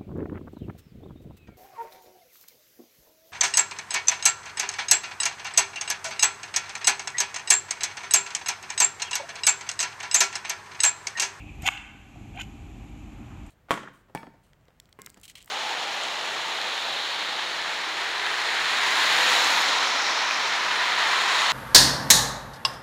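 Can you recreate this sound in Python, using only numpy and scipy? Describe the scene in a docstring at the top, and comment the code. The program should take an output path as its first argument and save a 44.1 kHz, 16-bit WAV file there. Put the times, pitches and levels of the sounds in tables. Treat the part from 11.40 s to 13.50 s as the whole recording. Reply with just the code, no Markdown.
"""A workshop floor: a steel lever is worked between a small rubber tire and its rim.
Twice it slips, ever faster: the rubber squeaks and the steel jerks along with a short rising rasp.
The first slip ends in a hard snap on the rim that rings in the room. Gloved hands bump the wheel
over steady machine noise, and an automatic gain control ducks the mix after the snap."""
import sys
import numpy as np
from scipy import signal
from scipy.fft import rfft, irfft
from scipy.io import wavfile
from scipy.ndimage import uniform_filter1d, minimum_filter1d

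SR = 44100
rng = np.random.default_rng(int(sys.argv[2]) if len(sys.argv) > 2 else 0)


def dump(signal):
    """Clip the signal to [-1, 1] and save it as 16-bit WAV at the path in sys.argv[1]."""
    limited = np.clip(np.atleast_2d(signal).T, -1, 1)
    pcm = np.round(limited * 32767).astype(np.int16)
    wavfile.write(sys.argv[1], SR, pcm)


N = 92610
T = np.arange(N) / SR

# The rubber's stick-slip glide, one list per slip: time_s, rate_hz, level_db
SLIPS = [
    [(.232, 614, -44), (.246, 701, -42.5), (.259, 795, -31.5), (.267, 1530, -41), (.274, 1463, -32.5),
     (.279, 1134, -26), (.286, 1090, -43)],
    [(.94, 600, -64), (.952, 679, -48), (.962, 706, -58), (.968, 737, -40), (.978, 770, -45),
     (.987, 833, -42), (.995, 1225, -43), (1.003, 1570, -46), (1.014, 1483, -42), (1.023, 1440, -51)],
]
# Tone of the rubber: freq_hz, gain_db
RUBBER_EQ = [(500, -51), (610, -11), (740, 11), (950, -2.5), (1180, -15), (1500, -1), (1800, -4),
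             (2100, -25), (4000, -73)]
# Jerks of steel over the rim: centre_s, half_length_s, level_db, squeal_pitch_hz, hiss_db
STEEL_JERKS = [(0.25, 0.016, -43.5, 2376, -45.5), (0.2613, 0.0032, -28, 2554, -45),
               (0.2661, 0.0021, -23.5, 2700, -30.5), (0.2697, .0017, -30, 3250, -31),
               (.2755, .0024, -19, 2130, -39), (.2822, .0036, -26, 2160, -48),
               (.2781, 0.0022, -22, 3097, -26.5), (0.377, 0.0027, -34, 2800, -70),
               (0.961, 0.012, -52, 2800, -64), (.9765, 0.0019, -38, 2430, -62),
               (0.987, 0.0037, -45.5, 2760, -62), (.9972, 0.0056, -38, 2493, -55),
               (1.003, .004, -39, 2940, -48), (1.013, 0.0029, -31.5, 2994, -56),
               (1.0181, 0.0027, -40, 2420, -39.5), (1.034, 0.0074, -48, 2920, -54.5)]
# Resonances of lever and rim: pitch_hz, width_hz, gain_db
STEEL_BODY = [(2212, 270, -0.5), (2443, 335, 2), (2675, 290, 2), (3055, 200, 2), (3446, 310, -6.5),
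              (3910, 400, -18)]
# Tone of the scraping hiss: freq_hz, gain_db
HISS_EQ = [(2500, -19), (4200, -6), (5600, -8.5), (6400, -5.5), (6980, 6), (7500, -13.5), (8800, -11),
           (9900, -41), (10700, -44), (11600, -9.5), (12300, -17)]
# The lever hits the rim and chatters once: start_s, level_db
SNAP_HITS = [(.2875, -2.5), (.2883, -9.5)]
# Short modes, the crack of the snap: pitch_hz, gain_db, t60_s
CRACK_MODES = [(784, -33.5, 0.046), (1230, -18, 0.019), (1710, -6.5, 0.0097), (2255, -8.5, 0.014),
               (2680, -1, 0.006), (2830, -42, 0.078), (3260, -45, .008), (6360, -23, 0.0092),
               (7700, -22, .006), (11200, -42, .008)]
# Long, faint ring of the metal: pitch_hz, gain_db, t60_s
RING_MODES = [(745, -11, .6), (1493, -8, .7), (2152, 0, .95), (2240, -3, .7), (2675, -4, .7),
              (2768, -1, .95), (3126, -9, .6)]
# Tone of the whole snap: freq_hz, gain_db
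SNAP_EQ = [(400, -43), (560, -16), (700, 9), (1200, -2), (1600, -5), (2300, 0), (3500, -3), (4300, -22),
           (5500, -12), (6500, 0), (8600, -3), (9900, -30), (11500, 3)]
# Dull knocks of the wheel on the floor: start_s, level_db, pitch_hz, t60_s
WHEEL_KNOCKS = [(0.19, -26, 68, 0.046), (.232, -22, 141, 0.02), (.2772, -25, 765, 0.085),
                (0.55, -35, 266, 0.075), (.759, -40.5, 720, .05), (0.769, -35, 140, 0.048),
                (.811, -36.5, 206, 0.16), (0.964, -47, 110, 0.026), (1.803, -36, 223, 0.17)]
# Light ticks of the lever: start_s, level_db, t60_s
LEVER_TICKS = [(0.2208, -37, 0.046), (.96, -51, 0.014), (2.064, -51.5, 0.06)]
# Bright fizz of those ticks: freq_hz, gain_db
TICK_EQ = [(500, -53), (2400, 19), (3500, 4), (5000, 0), (7000, 10), (8800, 10), (10000, -37), (11700, 9)]
# Light rubbing on the rim: time_s, level_db
RUB_ENVELOPE = [(0, -45), (.05, -57.5), (.09, -48.5), (.14, -61), (.22, -53.5)]
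# Tone of the scatter off nearby surfaces: freq_hz, gain_db
SCATTER_EQ = [(500, -4), (1500, -21), (3000, -3), (5000, -3), (8000, -7), (12000, 8)]
# Tone of the room reverb: freq_hz, gain_db
ROOM_EQ = [(200, -2), (480, -5), (780, 3.5), (1150, -2.5), (1500, 5.5), (2100, -3.5), (2700, -1.5),
           (3400, -2), (5000, -0.5), (7000, -0.5), (8200, 9.5), (10000, -21), (11800, -6)]
# Decay of the room reverb: freq_hz, t60_s
ROOM_DECAY = [(200, 0.17), (800, .75), (1500, 0.98), (2700, 1), (4000, 0.65), (7000, 0.6), (12000, 0.35)]
# Bed of machine noise: freq_hz, gain_db
MACHINE_EQ = [(15, -40), (25, -4), (37, 3), (49, -1), (107, -0.5), (166, -9.5), (215, -5.5), (271, -10),
              (300, -8.5), (325, -12.5), (479, -27), (621, -24.5), (783, -19), (847, -23.5), (1040, -27),
              (1190, -27.5), (1540, -32.5), (1990, -31.5), (2390, -24), (3710, -37.5), (5190, -46),
              (7080, -36), (9920, -58), (11300, -46.5), (12200, -45.5), (15900, -67), (22000, -120)]
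# Machine hum: pitch_hz, level_db
HUM_TONES = [(50.5, -48), (100, -61), (300.5, -56.5), (805, -65.5)]
# Late midrange swell in the bed: time_s, level_db
SWELL_ENVELOPE = [(1.4, -80), (1.75, -63), (1.93, -56), (2.1, -62)]


def lever_snap(ring_db=-44, contact_s=0.00014):
    """The lever strikes the rim: damped modes crack and the metal rings on faintly."""
    modes = CRACK_MODES + [(hz, ring_db + db, t60) for hz, db, t60 in RING_MODES]
    hits = np.zeros(N)
    for start, hit_db in SNAP_HITS:
        attack = np.clip((T - start) / contact_s, 0, 1)
        hits += attack * sum(mode(start, hit_db + db, hz, t60) for hz, db, t60 in modes)
    return apply_eq(hits, SNAP_EQ)


def rubber_squeak(slip, jitter=0.05, edge_s=0.0012):
    """Quickening stick-slip pulses, each with a puff of grit, sound through the rubber."""
    times, rate_hz, level_db = np.transpose(slip)
    cycles = np.cumsum(np.interp(T, times, rate_hz) * (1 + jitter * wobble(60))) / SR
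    pulses = unit(sum(np.cos(2 * np.pi * k * cycles) / k for k in range(1, 4)))
    puffs = 0.77 + np.exp(-(cycles % 1) / 0.2)
    grit = unit(puffs * rng.standard_normal(N))
    voice = level_out(apply_eq(0.51 * pulses + 0.98 * grit, RUBBER_EQ), 220)
    gate = np.clip(np.minimum(T - times[0], times[-1] - T) / edge_s + 1, 0, 1)
    return gate * voice * amp(np.interp(T, times, level_db))


def steel_scrape(squeal_share=0.57, rise_per_s=9, jitter=0.028, grit_db=2):
    """Each jerk of the lever rasps the rim, squeals briefly upward and throws off a gritty hiss."""
    grit = rng.standard_normal(N) * amp(grit_db * wobble(20))
    body = sum(amp(db) * resonate(grit, hz, width) for hz, width, db in STEEL_BODY)
    rasp = level_out(body, 130)
    hiss = unit(apply_eq(grit, HISS_EQ))
    drift_s = jitter * np.cumsum(wobble(30)) / SR
    scrape = np.zeros(N)
    for centre, half_length, db, hz, hiss_db in STEEL_JERKS:
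        t = T - centre
        squeal = np.sqrt(2) * np.sin(2 * np.pi * hz * (t + rise_per_s * t ** 2 / 2 + drift_s))
        steel = np.sqrt(squeal_share) * squeal + np.sqrt(1 - squeal_share) * rasp
        envelope = np.exp(-(t / half_length) ** 2 / 2)
        scrape += envelope * (amp(db) * steel + amp(hiss_db) * hiss)
    return scrape


def handling():
    """The wheel knocks on the floor, the lever ticks and the rim is lightly rubbed."""
    knocks = sum(mode(*knock) for knock in WHEEL_KNOCKS)
    fizz = unit(apply_eq(rng.standard_normal(N), TICK_EQ))
    ticks = sum(amp(db) * (T >= start) * decay(abs(T - start), t60) for start, db, t60 in LEVER_TICKS)
    rub = noise_band(hz=2520, width_hz=380) * fader(RUB_ENVELOPE) * (T < RUB_ENVELOPE[-1][0])
    return knocks + fizz * ticks + rub


def near_scatter(x, level_db=-18, t60_s=0.28, build_s=0.031):
    """Quick, bright reflections off things close to the wheel."""
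    tail = unit(rng.standard_normal(N) * decay(T, t60_s) * np.minimum(T / build_s, 1)) / np.sqrt(N)
    return amp(level_db) * signal.fftconvolve(apply_eq(x, SCATTER_EQ), tail)[:N]


def room_reverb(x, level_db=-14.5, build_s=0.031):
    """A diffuse tail builds up, then lingers in the mids as bass and treble die away."""
    hz, t, bands = signal.stft(rng.standard_normal(N), SR, nperseg=256)
    tail = signal.istft(bands * decay(t, spectrum(ROOM_DECAY, hz)[:, None]), SR)[1][:N]
    tail = unit(tail * np.minimum(T / build_s, 1)) / np.sqrt(N)
    return amp(level_db) * signal.fftconvolve(apply_eq(x, ROOM_EQ), tail)[:N]


def machine_bed(noise_db=-42.5, waver_rad=0.68):
    """Machines give a steady rumble and hiss, a wavering hum and a slight late swell."""
    bed = amp(noise_db) * unit(apply_eq(rng.standard_normal(N), MACHINE_EQ))
    for hz, db in HUM_TONES:
        phase = 2 * np.pi * (hz * T + rng.random())
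        waver = waver_rad * noise_band(hz=3.7, width_hz=9.8)
        bed += amp(db) * np.sqrt(2) * np.sin(phase + waver)
    return bed + noise_band(hz=970, width_hz=940) * fader(SWELL_ENVELOPE)


def amp(db):
    """Decibels to gain."""
    return 10 ** (np.asarray(db) / 20)


def unit(x):
    """Scales to rms 1."""
    return x / np.sqrt(np.mean(x ** 2) + 1e-20)


def level_out(x, samples):
    """Holds the short-time rms at 1."""
    return x / np.sqrt(abs(uniform_filter1d(x ** 2, samples)) + 1e-12)


def fader(points):
    """A gain ride through (time_s, level_db) points."""
    return amp(np.interp(T, *np.transpose(points)))


def decay(t, t60):
    """A fade that drops 60 dB in t60 seconds."""
    return np.exp(-np.log(1000) * t / t60)


def mode(start, db, hz, t60):
    """A struck, dying sine."""
    t = np.maximum(T - start, 0)
    return amp(db) * decay(t, t60) * np.sin(2 * np.pi * hz * t)


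def spectrum(points, hz):
    """Joins (freq_hz, value) points on a log frequency axis."""
    freqs, values = np.transpose(points)
    return np.interp(np.log(hz + 1), np.log(freqs + 1), values)


def apply_eq(x, points):
    """Shapes x with a curve of (freq_hz, gain_db) points."""
    gain = amp(spectrum(points, np.fft.rfftfreq(2 * N, 1 / SR)))
    return irfft(rfft(x, 2 * N) * gain)[:len(x)]


def pass_filter(x, hz, kind, order=2):
    """A high-pass or low-pass without phase shift."""
    return signal.sosfiltfilt(signal.butter(order, hz, kind, fs=SR, output="sos"), x)


def resonate(x, hz, width_hz):
    """A steep peak: the same resonator twice in series."""
    r = np.exp(-np.pi * width_hz / SR)
    for _ in range(2):
        x = 2 * signal.lfilter([1 - r], [1, -r * np.exp(2j * np.pi * hz / SR)], x).real
    return x


def noise_band(hz, width_hz):
    """Noise through a steep resonance, rms 1."""
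    return unit(resonate(rng.standard_normal(N), hz, width_hz))


def wobble(samples):
    """Quick random flutter, rms 1."""
    return unit(uniform_filter1d(rng.standard_normal(N), samples))


def scene():
    """Lever and wheel over the machine bed; the reverb send drops from the second slip on."""
    wheel = sum(rubber_squeak(slip) for slip in SLIPS) + steel_scrape() + lever_snap() + handling()
    second_slip_s, late_send_db = SLIPS[1][0][0], -10.5
    send = amp(late_send_db * (T > second_slip_s))
    return (wheel + near_scatter(wheel) + room_reverb(send * wheel) + machine_bed())[None]


def record(dry):
    """Gain control ducks on loud sound, the bass most, holds and recovers; lows and top are trimmed."""
    threshold_db, slope, treble_share = -29, 0.72, 0.28
    attack_s, hold_s, release_db_per_s = 0.011, 0.31, 35
    split_hz, low_cut_hz, high_cut_hz = 640, 36.4, 12250
    power = signal.lfilter(np.ones(441) / 441, 1, dry[0] ** 2)  # 10 ms average
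    target_db = slope * np.maximum(10 * np.log10(power + 1e-12) - threshold_db, 0)
    half_hold = int(hold_s * SR / 2)
    held_db = -minimum_filter1d(-target_db, 2 * half_hold + 1, origin=half_hold, mode="constant")
    released_db = np.maximum.accumulate(held_db + release_db_per_s * T) - release_db_per_s * T
    lag = np.exp(-1 / (attack_s * SR))
    duck_db = signal.lfilter([1 - lag], [1, -lag], released_db)
    bass = pass_filter(dry, split_hz, "low")
    ducked = bass * amp(-duck_db) + (dry - bass) * amp(-treble_share * duck_db)
    trimmed = pass_filter(ducked, low_cut_hz, "high", order=3)
    high_cut = signal.firwin(401, high_cut_hz, window=("kaiser", 8), fs=SR)
    return signal.oaconvolve(trimmed, high_cut[None], "same")


dry = scene()
out = record(dry)
dump(out)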